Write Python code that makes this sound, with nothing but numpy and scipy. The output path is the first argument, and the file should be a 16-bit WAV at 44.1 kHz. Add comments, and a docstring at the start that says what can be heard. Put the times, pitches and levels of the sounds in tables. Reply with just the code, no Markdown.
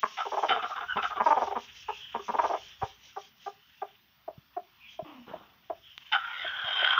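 """Broody hen in a small coop

A hen close to the microphone scolds a hand reaching under her: harsh squawks, rattling bursts of clucks,
single soft clucks, hoarse whistles, a low growl and at last a swelling, hissing screech. Her voice is rough
pulses and trembling tones in resonances of throat, chest and beak. Straw rustling, feathers and claws are
shaped noise, bumps on the nest decaying sines; small birds, faint gliding tones, cheep further off."""
import sys
import numpy as np
from scipy import signal
from scipy.fft import rfft, irfft, next_fast_len
from scipy.io import wavfile
from scipy.ndimage import uniform_filter1d, map_coordinates

SR = 44100
rng = np.random.default_rng(int(sys.argv[2]) if len(sys.argv) > 2 else 0)


def inscribe(sig):
    """Save sig as 16-bit PCM at rate SR to the path in sys.argv[1].

    A 1-D sig is mono; a 2-D sig holds one channel per row.
    Samples are clipped to [-1, 1] before scaling.
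    """
    pcm = np.round(np.clip(np.atleast_2d(sig).T, -1, 1) * 32767)
    wavfile.write(sys.argv[1], SR, pcm.astype(np.int16))


N = 308391
TIME = np.arange(N) / SR  # s

# Straw under the hand. Loose stalks rub while the hand is under the hen: (t/s, level/dB)
STALKS = [(0, -77), (.3, -53.5), (1.2, -57), (2.6, -56), (3.3, -70), (3.8, -63.5), (4.1, -73.5),
          (4.6, -71.5), (5.1, -64), (5.6, -70), (6.1, -58.5)]
# Strokes through the straw, each a rounded swell: (t/s at its peak, length/s, level/dB)
STROKES = [(0.142, 0.9, -51), (.44, 0.27, -52.5), (0.696, 0.16, -51.5), (1.072, 0.16, -49),
           (1.281, 0.17, -49), (1.443, 0.22, -50), (1.629, 0.16, -53), (1.796, 0.21, -52),
           (1.983, 0.2, -55), (2.28, 0.22, -53.5), (2.469, 0.25, -50), (2.652, 0.3, -53),
           (2.868, 0.24, -54), (3.066, 0.18, -55.5), (3.23, 0.2, -56), (3.462, 0.22, -57),
           (4.93, 0.12, -57.5)]
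# Colours of the rubbing stalks and of the brighter rustle: (f/Hz, gain/dB)
STALK_COLOUR = [(500, -25.5), (1500, -2), (2300, -0.5), (3000, 6.5), (3600, 1.5), (4200, -30),
                (7000, -26.5), (8500, -48.5)]
STRAW_COLOUR = [(200, -20), (600, -12.5), (1400, -12), (3200, 7), (4300, -6.5), (5700, 1), (6700, -9),
                (7500, -34.5), (8500, -47), (12000, -33), (16000, -59.5)]
STALK_HISS_DB = -7  # the stalks' brighter hiss against their rubbing

# Low rumble as the arm moves: (t/s, level/dB), and its colour: (f/Hz, gain/dB)
RUMBLE = [(0, -87), (.9, -65.5), (2.9, -67), (3.3, -81.5), (6.99, -70)]
RUMBLE_COLOUR = [(25, -28), (55, 0.5), (90, -5.0), (200, -22.0), (600, -54)]
# Colours of the uneven background air and of a steady treble hiss: (f/Hz, gain/dB)
AIR = [(25, -20), (55, -6), (130, -2), (230, -3.5), (450, -21), (1000, -6.5), (3000, -12), (5500, -15.5),
       (8500, -54.5)]
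HISS = [(7000, -34), (11500, -27), (13800, -12), (14500, -2.5), (15500, -5)]

# Harsh clucks, most in rattling bursts: (t/s, length/s, level/dB, pitch f/Hz, throat resonance f/Hz)
HARSH_CLUCKS = [(0.028, 0.016, -22.5, 217.3, 1099), (0.248, 0.026, -35, 427, 840),
                (0.313, 0.038, -32.5, 398.6, 846), (0.362, 0.031, -27.5, 392.7, 830),
                (0.421, 0.034, -26, 390.8, 822), (0.956, 0.026, -30.5, 244.2, 960),
                (1.197, 0.021, -22.5, 233.2, 974), (1.257, 0.018, -19.5, 305.6, 927),
                (1.273, 0.018, -26.5, 279.2, 880), (1.301, 0.019, -19.5, 304, 919),
                (1.321, 0.0093, -18, 314, 910), (1.358, .028, -25, 260.7, 834),
                (1.405, 0.034, -27, 260.6, 840), (1.466, 0.02, -33.5, 375, 880),
                (1.505, 0.028, -32.5, 379, 795), (1.551, .026, -30.5, 241.8, 930),
                (1.88, 0.025, -31.5, 433.3, 928), (2.141, 0.023, -31.5, 217.8, 894),
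                (2.188, 0.018, -44, 399, 1100), (2.278, 0.028, -30.5, 224.6, 974),
                (2.335, 0.024, -29, 261.4, 860), (2.384, .017, -20.5, 335.5, 965),
                (2.426, 0.034, -27, 288.8, 860), (2.49, 0.029, -29, 346.4, 757),
                (2.526, 0.027, -28.5, 346.6, 810), (2.813, 0.028, -30, 382.4, 867)]
# Single soft clucks, mostly lower as the hen calms down:
# (t/s, length/s, level/dB, pitch f/Hz, throat resonance f/Hz, roughness 0-1)
SOFT_CLUCKS = [(3.161, 0.021, -37, 398.7, 760, 0.35), (3.46, 0.023, -36, 395.4, 746, 0.34),
               (3.816, .017, -32, 382, 764, 0.25), (4.276, 0.013, -33.5, 344, 690, 0.34),
               (4.563, 0.018, -31, 363.3, 720, 0.15), (4.989, 0.011, -31.5, 334.5, 663, 0.32),
               (5.333, 0.01, -34, 335, 687, 0.47), (5.697, .013, -29, 350, 705, 0.19),
               (6.442, 0.014, -37.5, 334, 680, 0.32), (6.819, 0.012, -33.5, 348, 700, 0.54)]
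# Colour of the throat in a cluck, and of the chest: (f/Hz, gain/dB)
CLUCK_COLOUR = [(60, -52), (270, -32), (420, -3.5), (600, 4), (1000, 1.5), (1200, 2), (1390, -5), (1620, 4),
                (1900, 1.5), (2300, 11.5), (3500, 7), (4200, -18), (5200, -7), (7000, -27)]
CHEST_COLOUR = [(50, -46.5), (220, -14), (420, -4.5), (800, -9.5), (2000, -26.0)]
CLEAN_S, ROUGH_PER_S = .0105, 27  # a longer harsh push is rougher: roughness per s beyond the clean length
CHEST_DB, CHEST_FOLLOWS = -41, 0.085  # chest level at a -32 dB harsh cluck; dB per dB of throat level
SOFT_CHEST_DB, CHEST_DB_PER_HZ = -9, 0.11  # soft cluck's chest against its throat at 380 Hz; weaker below
HARSH_BEAK_DB = -20.5  # the beak's ring against the throat
SOFT_BEAK_DB, BEAK_DB_PER_HZ = -16, 0.4364  # the same at 380 Hz; the beak shuts as the pitch sinks
SAC_DB, SAC_HZ, SAC_FADE_DB_PER_HZ = 1, 231, 0.47  # air sac against the chest; fades away from its own pitch
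KNOCK_DB, KNOCK_S = -10.5, 0.0024  # bright start against the beak's ring; its decay time to 1/e
HARSH_RISE_SHARE, SOFT_RISE_SHARE = 0.44, 0.43  # share of a cluck's length spent swelling
PITCH_SINK, HARSH_THROAT_SINK, SOFT_THROAT_SINK = .12, 0.025, 0.1  # shares lost over one cluck
LOCK_FROM_DB, LOCK_PER_DB = -26.5, -0.02  # pure-tone share grows below this level (share per dB)

# Squawks: (t/s, length/s, level/dB, throat resonance f/Hz,
# then against the throat: cry level/dB, open-beak level/dB, chest level/dB)
SQUAWKS = [(.172, .045, -35.5, 1321, 0.5, -5, -29), (.487, .047, -27.5, 1352, -0.5, -2.5, -11.5),
           (.544, .045, -38, 1173, 5.5, -6.5, -6), (.622, 0.032, -34, 1269, -1.5, -8.5, -15.5),
           (.692, .024, -41.5, 1268, 1.5, -13, -21.5), (0.756, .033, -34.5, 1255, -8, -13.5, -23),
           (.806, 0.035, -37, 1252, -3.5, -12, -18.5), (.966, .026, -33, 1390, -9.5, -8, -17),
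           (1.024, .028, -31, 1329, -4.5, -6, -23.5), (1.096, 0.038, -40.5, 1250, -0.5, -14, -20),
           (1.156, .032, -40, 1173, 0.5, -10.5, -7.5), (6.119, .046, -25.5, 1510, -6.5, -3, -47.5)]
# Colours of the beak and of the open throat: (f/Hz, gain/dB)
BEAK = [(1200, -40.5), (1750, -10), (2100, -1), (2600, -6), (2900, -3), (3400, -2), (3650, -2.5),
        (4000, -27), (5000, -23.5), (6800, -49.5), (8000, -71)]
THROAT_BAND = [(350, -41.5), (600, -8.5), (800, 6), (1600, 10.5), (2400, -16.5), (4000, -7.5),
               (7000, -47.5)]
SQUAWK_RISE_S, SQUAWK_FALL_S = .014, .03
THROAT_CLOSE_SINK, CRY_SINK = 0.081, .13  # shares of their pitch lost over one squawk
THROAT_SWELL_DB, CRY_SWELL_DB, BEAK_SWELL_DB = 8, 3.5, -10  # change over one squawk as the beak closes
CRY_BASE_HZ, CRY_FOLLOWS = 298, .36  # the cry rises with the throat resonance (Hz per Hz)

# The tight throat whistles as a squawk lets go:
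# (t/s at its peak, length/s, level/dB, pitch f/Hz, octave level/dB against the tone)
WHISTLES = [(0.222, .03, -36, 1300, -22.5), (0.6, 0.024, -30, 1272, -19), (0.66, .022, -35, 1280, -24),
            (0.73, 0.027, -32.5, 1215, -25), (.918, .056, -31, 1486, -7.5),
            (0.994, .028, -27.5, 1309, -13.5), (1.056, 0.025, -24, 1300, -25.5),
            (1.126, .026, -35, 1229, -26.5), (1.185, 0.033, -33.5, 1145, -25)]
WHISTLE_SINK_PER_S = .7  # share of its pitch lost a second
WHISTLE_WAVER, WHISTLE_FLUTTER_DB = .028, 3.5  # share of the pitch; swing of the level
WHISTLE_HOARSE = .3  # share of the power that is air

# Soft bumps on the nest: (t/s, level/dB, pitch f/Hz)
BUMPS = [(0.958, -33, 188), (2.831, -24, 108.5), (4.379, -35.5, 142.2), (5.025, -34, 160),
         (6.642, -39.5, 120)]

# Small birds further off: (t/s, level/dB before the room in the third column):
# (t/s, length/s, level/dB, start f/Hz, end f/Hz)
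CHEEPS = [(1.84, 0.099, -51, 2554, 2790), (1.917, .14, -53.5, 3366, 2994), (4.78, .07, -56.5, 2470, 2616),
          (4.832, 0.072, -57, 3127, 3160), (5.799, .11, -59.5, 3290, 2990)]
CHEEP_WAVER, CHEEP_FLUTTER_DB = .06, 4  # share of the pitch; swing of the level

# Low growl: (t/s, level/dB, pitch f/Hz, hoarse overtones' level/dB against the moan)
GRUMBLE = [(5.045, -61, 300, 6), (5.07, -53.5, 295, 3.5), (5.15, -54.5, 270, -1), (5.21, -47, 238.6, -14.5),
           (5.26, -65.5, 236, -6)]
# Colour of its hoarse overtones: (f/Hz, gain/dB)
GRUMBLE_COLOUR = [(200, -26), (450, -7.5), (650, -2.5), (1150, 2), (1500, -14), (3000, -7), (5000, -55.5)]
THROB_HZ, THROB_START_DB = 31, 10  # throb rate; its swing at the start, dying away by the end

# Colour of feathers on the nest: (f/Hz, gain/dB)
BRUSH_COLOUR = [(60, -43), (210, -6), (500, -13), (800, -8.5), (1350, -8.5), (2300, -23.5), (3700, -16.5),
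                (4600, -50), (8000, -72)]
BRUSH_AT_S, BRUSH_DB, BRUSH_ATTACK_S, BRUSH_HOLD_S, BRUSH_FADE_DB_PER_S = 5.264, -50.5, 0.011, 0.084, 81

# Straws snap: (t/s, peak level/dB), and the colour of a snap: (f/Hz, gain/dB)
SNAPS = [(5.277, -51), (5.979, -26)]
SNAP_COLOUR = [(200, -13.0), (1500, 11.5), (3500, 7.5), (6500, -12.0), (8500, -36.5)]

# Claws scratch in the nest basin: (t/s, level/dB)
SCRATCHES = [(5.278, -44), (5.296, -44), (5.311, -40.5), (5.357, -47), (5.408, -53)]
# Resonances of the basin: (f/Hz, level/dB)
BASIN = [(230, 3), (500, 4.5), (780, -1), (1060, 1), (1390, -1)]
BASIN_WIDTH_HZ, SCRATCH_T60_S = 72, 0.018

# Screech: (t/s, throat level/dB, throat resonance f/Hz,
# beak cavity level/dB, beak ring level/dB, broad rasp level/dB)
SCREECH = [(6.18, -40, 1388, -50, -50, -48), (6.22, -38, 1330, -58, -62, -55),
           (6.28, -40.5, 1404, -55.5, -48, -52), (6.43, -45, 1494, -37.5, -40, -44),
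           (6.485, -42.5, 1490, -37.5, -34.5, -54), (6.53, -37.5, 1505, -46, -42, -51),
           (6.6, -35.5, 1497, -46, -43.5, -48), (6.67, -39.5, 1489, -47, -39.5, -41.5),
           (6.82, -32, 1510, -36.5, -29, -35), (6.92, -25.5, 1503, -47, -34.5, -34.5),
           (6.99, -26, 1396, -42, -35, -53)]
# The beak's cavity moves during the screech: (t/s, resonance f/Hz)
GAPE = [(6.3, 1840), (6.41, 1990), (6.48, 1680), (6.56, 1596), (6.68, 1825), (6.99, 1735)]
# Rings of the beak: (f/Hz, width/Hz, level/dB)
BEAK_RINGS = [(3200, 203, 3), (3460, 78, -8)]
GAPE_WIDTH_HZ, SCREECH_WIDTH_HZ = 290, 210
SCREECH_GRAIN_DB, WHISTLE_SHARE = 2.2, .25  # swing of the level; share of pure tone in the throat
CRY_DB, SCREECH_LOW_HZ = -6.5, 660  # low cry against the broad rasp; the screech thins out below this

# Decay of the small room: (f/Hz, t60/s)
COOP = [(200, 0.53), (750, 0.22), (3000, 0.51), (8000, 0.12)]
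# Early reflections from the coop walls: (delay t/s, level/dB)
WALLS = [(.0065, -23), (0.0127, -15.5), (0.0225, -13.5)]
LOW_CUT_HZ, TOP_HZ = 56, 15600  # the microphone's bass corner; the recorder's band limit


def amp(db):
    """Amplitude factor of a level in dB."""
    return 10 ** (np.asarray(db) / 20)


def unit(x):
    """Scale to rms 1."""
    return x / np.sqrt(np.mean(x ** 2) + 1e-20)


def over(x, length):
    """Scale a call to rms 1 over its length."""
    return x / np.sqrt(np.sum(x ** 2) / (length * SR) + 1e-20)


def along(points, hz):
    """Read (f/Hz, value) points on a log axis."""
    f, v = np.transpose(points)
    return np.interp(np.log(hz + 1), np.log(f + 1), v)


def curves(rows, t=TIME):
    """One value per sample for each column after the time."""
    s, *cols = np.transpose(rows)
    return [np.interp(t, s, c) for c in cols]


def wobble(rate, n):
    """A smooth random curve, rate knots a second."""
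    knots = rng.standard_normal(int(n * rate / SR) + 4)
    return map_coordinates(knots, [np.arange(n) * rate / SR])


def add(track, s, x):
    """Mix x into the track at time s."""
    i = max(round(s * SR), 0)
    track[i:i + len(x)] += x[:max(N - i, 0)]


def swell(t, length, rise, fall):
    """Soft gate that opens at 0 and is shut at length."""
    ramp = np.minimum(t / rise, (length - t) / fall)
    return np.sin(np.pi / 2 * np.clip(ramp, 0, 1)) ** 2


def colour(x, points):
    """Causal minimum-phase filter with a (f/Hz, gain/dB) curve, made by folding its cepstrum."""
    m = 2 * next_fast_len(len(x) // 2 + 2048)
    gain_db = along(points, np.fft.rfftfreq(m, 1 / SR))
    cepstrum = irfft(np.log(amp(gain_db)))
    cepstrum[1:m // 2] *= 2
    cepstrum[m // 2 + 1:] = 0
    return irfft(rfft(x, m) * np.exp(rfft(cepstrum)))[:len(x)]


def patchy(x, depth_db, size=5):
    """Small patches of the spectrum swell and fade on their own."""
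    z = signal.stft(x, nperseg=512)[2]
    field = rng.standard_normal(z.shape)
    for _ in range(2):
        field = uniform_filter1d(field, size=size // 2, axis=0)
        field = uniform_filter1d(field, size=2 * size, axis=1)
    return signal.istft(z * amp(depth_db * unit(field)), nperseg=512)[1][:len(x)]


def noise(points):
    """Uneven coloured noise of rms 1."""
    return unit(colour(patchy(rng.standard_normal(N), depth_db=2.6), points))


def tone(hz, waver, rate):
    """Phase of an oscillation whose pitch trembles at random."""
    return 2 * np.pi * np.cumsum(hz * (1 + waver * wobble(rate, len(hz)))) / SR


def resonance(x, hz, width_hz):
    """A one-pole resonance whose centre may move: shift down, smooth, shift back up."""
    turn = np.exp(2j * np.pi * np.cumsum(hz * np.ones(len(x))) / SR)
    ring = signal.lfilter([1], [1, -np.exp(-np.pi * width_hz / SR)], x / turn)
    return (turn * ring).imag


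def peak(x, hz, width_hz):
    """A resonance with steep skirts, at rms 1."""
    return unit(resonance(resonance(x, hz, width_hz), hz, 2 * width_hz))


def syrinx(pitch_hz, rough, jitter=0.32, scatter_db=4, air=1.0):
    """Pulses of the membranes; roughness upsets their timing and size and lets air rush through."""
    n = len(pitch_hz)
    cycle = np.cumsum(pitch_hz * np.exp(jitter * rough * wobble(300, n))) / SR
    pulses = np.diff(np.floor(cycle), prepend=0) * amp(scatter_db * rough * wobble(250, n))
    rush = rng.standard_normal(n) * np.exp(-2 * (cycle % 1))  # strongest just after each pulse
    return unit(pulses - pulses.mean()) + air * rough * unit(rush)


def straw():
    """Stalks rub as coloured noise; each stroke of the hand swells into a brighter rustle."""
    rubbing = amp(curves(STALKS)[0])
    strokes = sum(amp(db) * np.exp(-(3.28 * (TIME - s) / length) ** 2) for s, length, db in STROKES)
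    rustle_level = np.hypot(strokes, amp(STALK_HISS_DB) * rubbing)
    rustle = rustle_level * amp(1.2 * wobble(120, N)) * noise(STRAW_COLOUR)
    unsteady_db = 2.6 * wobble(70, N) + 0.79 * wobble(10, N)
    return rustle + rubbing * amp(unsteady_db) * noise(STALK_COLOUR)


def arm_rumble():
    """Low noise that follows the moving arm."""
    return amp(curves(RUMBLE)[0]) * noise(RUMBLE_COLOUR)


def background():
    """Slowly wavering air in the coop, with a steady treble hiss."""
    air = amp(-68.5 + wobble(1.5, N)) * noise(AIR)
    return air + amp(-68) * unit(colour(rng.standard_normal(N), HISS))


def cluck(length, db, pitch_hz, throat_hz, rough, chest_db, beak_db, rise_share, throat_sink):
    """A short train of pulses rings throat, chest and beak; pitch and throat sink as the push ends."""
    t = np.arange(int((length + .03) * SR)) / SR
    sink = .5 - np.clip(t / length, 0, 1)
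    gate = swell(t, length + .0028, rise=rise_share * length, fall=0.0027)
    push = syrinx(pitch_hz * (1 + PITCH_SINK * sink), rough) * gate
    # throat: ringing pulses, part of them replaced by a pure tone
    bent_hz = throat_hz * (1 + throat_sink * sink)
    ring = resonance(push, bent_hz, 110 + 200 * rough)
    pulsed = colour(resonance(ring, throat_hz * 1.503, 900), CLUCK_COLOUR)
    core_gate = swell(t - .002, length + .003, rise=length / 2, fall=length / 2)
    core = np.sin(tone(bent_hz, waver=0.014, rate=420)) * core_gate
    locked = np.clip(LOCK_PER_DB * (db - LOCK_FROM_DB), 0, .7)
    throat = np.sqrt(1 - locked) * unit(pulsed) + np.sqrt(locked) * unit(core)
    # chest: the body and its air sac
    sac_db = SAC_DB - SAC_FADE_DB_PER_HZ * abs(pitch_hz - SAC_HZ)
    body = colour(resonance(push, 415, 50), CHEST_COLOUR)
    chest = unit(body) + amp(sac_db) * peak(push, SAC_HZ, 79)
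    beak = resonance(resonance(push, 1180, 350), 1180, 620)
    # the beak is wide open at the start and lets a brighter knock out
    knock = resonance(resonance(push * np.exp(-t / KNOCK_S), 1400, 660), 1300, 640)
    bill = over(beak, length) + amp(KNOCK_DB) * over(knock, length)
    voice = over(throat, length) + amp(beak_db) * bill
    return amp(db) * voice + amp(chest_db) * over(chest, length)


def clucks():
    """Harsh clucks grow rougher with their length; in soft ones the throat, near the octave of the pitch, bends
    down a little."""
    out = np.zeros(N)
    for s, length, db, pitch_hz, throat_hz in HARSH_CLUCKS:
        rough = np.clip(ROUGH_PER_S * (length - CLEAN_S), .2, .7)
        chest_db = CHEST_DB + CHEST_FOLLOWS * (db + 32.0)
        call = cluck(length, db, pitch_hz, throat_hz, rough, chest_db,
                     HARSH_BEAK_DB, HARSH_RISE_SHARE, HARSH_THROAT_SINK)
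        add(out, s - .001, call)
    for s, length, db, pitch_hz, throat_hz, rough in SOFT_CLUCKS:
        beak_db = SOFT_BEAK_DB + BEAK_DB_PER_HZ * (pitch_hz - 380)
        chest_db = db + SOFT_CHEST_DB + CHEST_DB_PER_HZ * (pitch_hz - 380)
        call = cluck(length, db, pitch_hz, throat_hz, rough, chest_db,
                     beak_db, SOFT_RISE_SHARE, SOFT_THROAT_SINK)
        add(out, s - .001, call)
    return out


def rasp(push, gate, hz, width_hz, pure):
    """One voice of the open throat: rough pulses in a resonance, and a share (pure) of trembling tone."""
    clean = np.sin(tone(hz, waver=.024, rate=280)) * amp(4 * wobble(200, len(push)))
    harsh = colour(resonance(push * gate, hz, width_hz), THROAT_BAND)
    return np.sqrt(pure) * unit(clean * gate) + np.sqrt(1 - pure) * unit(harsh)


def squawks():
    """Hard, chaotic pulses with the beak flung open; the sound sinks and darkens as it closes."""
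    out = np.zeros(N)
    for s, length, db, throat_hz, cry_db, beak_db, chest_db in SQUAWKS:
        t = np.arange(int((length + .04) * SR)) / SR
        closing = np.clip(t / length, 0, 1) - .5
        push = syrinx(260 * (1 - .24 * closing), rough=.85)
        gate = swell(t, length + 0.023, rise=SQUAWK_RISE_S, fall=SQUAWK_FALL_S)
        voiced = np.clip((db + 40) / 17, .1, .9)  # the harder the push, the clearer the cry and beak's ring
        throat = rasp(push, gate, throat_hz * (1 - THROAT_CLOSE_SINK * closing), width_hz=310, pure=0.27)
        cry_hz = CRY_BASE_HZ + CRY_FOLLOWS * throat_hz
        cry = rasp(push, gate, cry_hz * (1 - CRY_SINK * closing), width_hz=140, pure=voiced)
        beak = unit(colour(push * gate, BEAK)) + voiced * amp(2) * peak(push * gate, 3070, 130)
        voice = (over(throat * amp(THROAT_SWELL_DB * closing), length)
                 + amp(cry_db) * over(cry * amp(CRY_SWELL_DB * closing), length)
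                 + amp(beak_db) * over(beak * amp(BEAK_SWELL_DB * closing), length)
                 + amp(chest_db) * over(peak(push * gate, 450, 90), length))
        add(out, s - .005, amp(db) * voice)
    return out


def whistles():
    """The throat stays tight after a squawk and sings hoarsely on its resonance, sinking a little each time."""
    out = np.zeros(N)
    for s, length, db, hz, octave_db in WHISTLES:
        t = np.arange(-int(length * SR), int(length * SR)) / SR
        pitch_hz = hz * (1 - WHISTLE_SINK_PER_S * t)
        phase = tone(pitch_hz, waver=WHISTLE_WAVER, rate=380)
        flutter = amp(WHISTLE_FLUTTER_DB * wobble(220, len(t)))
        clean = unit((np.sin(phase) + amp(octave_db) * np.sin(2 * phase)) * flutter)
        breath = resonance(rng.standard_normal(len(t)), pitch_hz, SCREECH_WIDTH_HZ)
        air = unit(colour(breath, THROAT_BAND))
        voice = np.sqrt(1 - WHISTLE_HOARSE) * clean + np.sqrt(WHISTLE_HOARSE) * air
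        add(out, s - length, amp(db) * voice * np.exp(-(2 * t / length) ** 2))
    return out


def bumps():
    """The bedding takes dull bumps: low sines with a quick start that die by 60 dB in 40 ms."""
    out = np.zeros(N)
    t = np.arange(SR // 8) / SR
    for s, db, hz in BUMPS:
        thud = np.sin(2 * np.pi * hz * t) * (1 - np.exp(-t / 0.0011)) * amp(-60 * t / 0.04)
        add(out, s, amp(db) * thud)
    return out


def cheeps():
    """Thin wavering glides of small birds some way off."""
    out = np.zeros(N)
    for s, length, db, start_hz, end_hz in CHEEPS:
        t = np.arange(int(length * SR)) / SR
        glide_hz = np.interp(t, [0, length], [start_hz, end_hz])
        phase = tone(glide_hz, waver=CHEEP_WAVER, rate=530)
        level = amp(db + CHEEP_FLUTTER_DB * wobble(120, len(t)))
        add(out, s, level * np.sin(phase) * swell(t, length, rise=0.023, fall=0.014))
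    return out


def grumble():
    """A low growl: hoarse pulses over a throbbing tone at first, sinking into a smoother moan."""
    out = np.zeros(N)
    t = TIME[int(GRUMBLE[0][0] * SR):int(GRUMBLE[-1][0] * SR)]
    db, pitch_hz, hoarse_db = curves(GRUMBLE, t)
    swing_db = np.linspace(-THROB_START_DB, 0, len(t))
    throb_db = swing_db * np.cos(2 * np.pi * THROB_HZ * (t - t[0]))
    moan = unit(np.sin(tone(pitch_hz, waver=.07, rate=170)) * amp(throb_db))
    hoarse = unit(colour(syrinx(pitch_hz, rough=0.58), GRUMBLE_COLOUR))
    add(out, t[0], amp(db) * (moan + amp(hoarse_db) * hoarse))
    return out


def brush():
    """Feathers sweep over the nest as the hen settles: coloured noise, held and then fading."""
    t = np.maximum(TIME - BRUSH_AT_S, 0)
    db = BRUSH_DB - BRUSH_FADE_DB_PER_S * np.maximum(t - BRUSH_HOLD_S, 0)
    attack = np.minimum(t / BRUSH_ATTACK_S, 1)
    return attack * amp(db + 1.8 * wobble(130, N)) * noise(BRUSH_COLOUR)


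def snaps():
    """Straws snap: coloured noise that dies by 60 dB in 6.5 ms."""
    out = np.zeros(N)
    t = np.arange(SR // 8) / SR
    for s, db in SNAPS:
        crack = colour(rng.standard_normal(len(t)) * amp(-60 * t / 0.0065), SNAP_COLOUR)
        add(out, s, amp(db) * crack / np.abs(crack).max())
    return out


def scratches():
    """Each catch of a claw is a short burst that rings the padded basin."""
    out = np.zeros(N)
    t = np.arange(SR // 16) / SR
    for s, db in SCRATCHES:
        catch = rng.standard_normal(len(t)) * amp(-60 * t / SCRATCH_T60_S)
        ring = sum(amp(mode_db) * peak(catch, hz, BASIN_WIDTH_HZ) for hz, mode_db in BASIN)
        add(out, s - .001, amp(db) * over(ring, 0.0044))
    return out


def screech():
    """A long hoarse threat: mostly stuttering air through the same throat and beak, growing louder."""
    t = TIME[int(SCREECH[0][0] * SR):]
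    throat_db, throat_hz, gape_db, ring_db, rasp_db = curves(SCREECH, t)
    gape_hz, = curves(GAPE, t)
    push = patchy(syrinx(np.full(len(t), 300.), rough=.9, scatter_db=5, air=1.9), depth_db=3.5)
    push = push * amp(SCREECH_GRAIN_DB * wobble(170, len(t)))
    throat = rasp(push, 1, throat_hz, SCREECH_WIDTH_HZ, pure=WHISTLE_SHARE)
    cavity = peak(push, gape_hz, GAPE_WIDTH_HZ)
    ring = unit(sum(amp(db) * peak(push, hz, width_hz) for hz, width_hz, db in BEAK_RINGS))
    broad = unit(colour(push, BEAK)) + amp(CRY_DB) * peak(push, 769, 110)
    voice = (amp(throat_db) * throat + amp(gape_db) * cavity
             + amp(ring_db) * ring + amp(rasp_db) * broad)
    low_cut = signal.butter(2, SCREECH_LOW_HZ, "high", fs=SR, output="sos")
    voice = signal.sosfilt(low_cut, voice)
    out = np.zeros(N)
    add(out, t[0], voice * swell(t - t[0], t[-1] - t[0], rise=.005, fall=.005))
    return out


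def coop(x):
    """The diffuse ring of the small room: decaying noise that sets in after 10 ms."""
    hz, t, z = signal.stft(rng.standard_normal(SR // 2), SR, nperseg=256)
    decay = amp(-60 * t / along(COOP, hz)[:, None])
    tail = signal.istft(z * decay, SR, nperseg=256)[1]
    return signal.fftconvolve(x, np.pad(tail / np.linalg.norm(tail), (SR // 100, 0)))[:N]


def scene():
    """The hen is close and nearly dry; the cheeps arrive only by way of the room."""
    hen = clucks() + squawks() + whistles() + grumble() + screech()
    nest = straw() + bumps() + brush() + snaps() + scratches()
    out = hen + amp(-19.0) * coop(hen) + nest + amp(4.0) * coop(cheeps())
    for delay, db in WALLS:
        add(out, delay, amp(db) * hen)
    return (out + arm_rumble() + background())[None]


def record(dry):
    """The microphone thins the deepest bass; the recorder keeps nothing above its band limit."""
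    low_cut = signal.butter(3, LOW_CUT_HZ, "high", fs=SR, output="sos")
    thinned = signal.sosfilt(low_cut, dry)
    return irfft(rfft(thinned) * (np.fft.rfftfreq(N, 1 / SR) < TOP_HZ), N)


dry = scene()
out = record(dry)
inscribe(out)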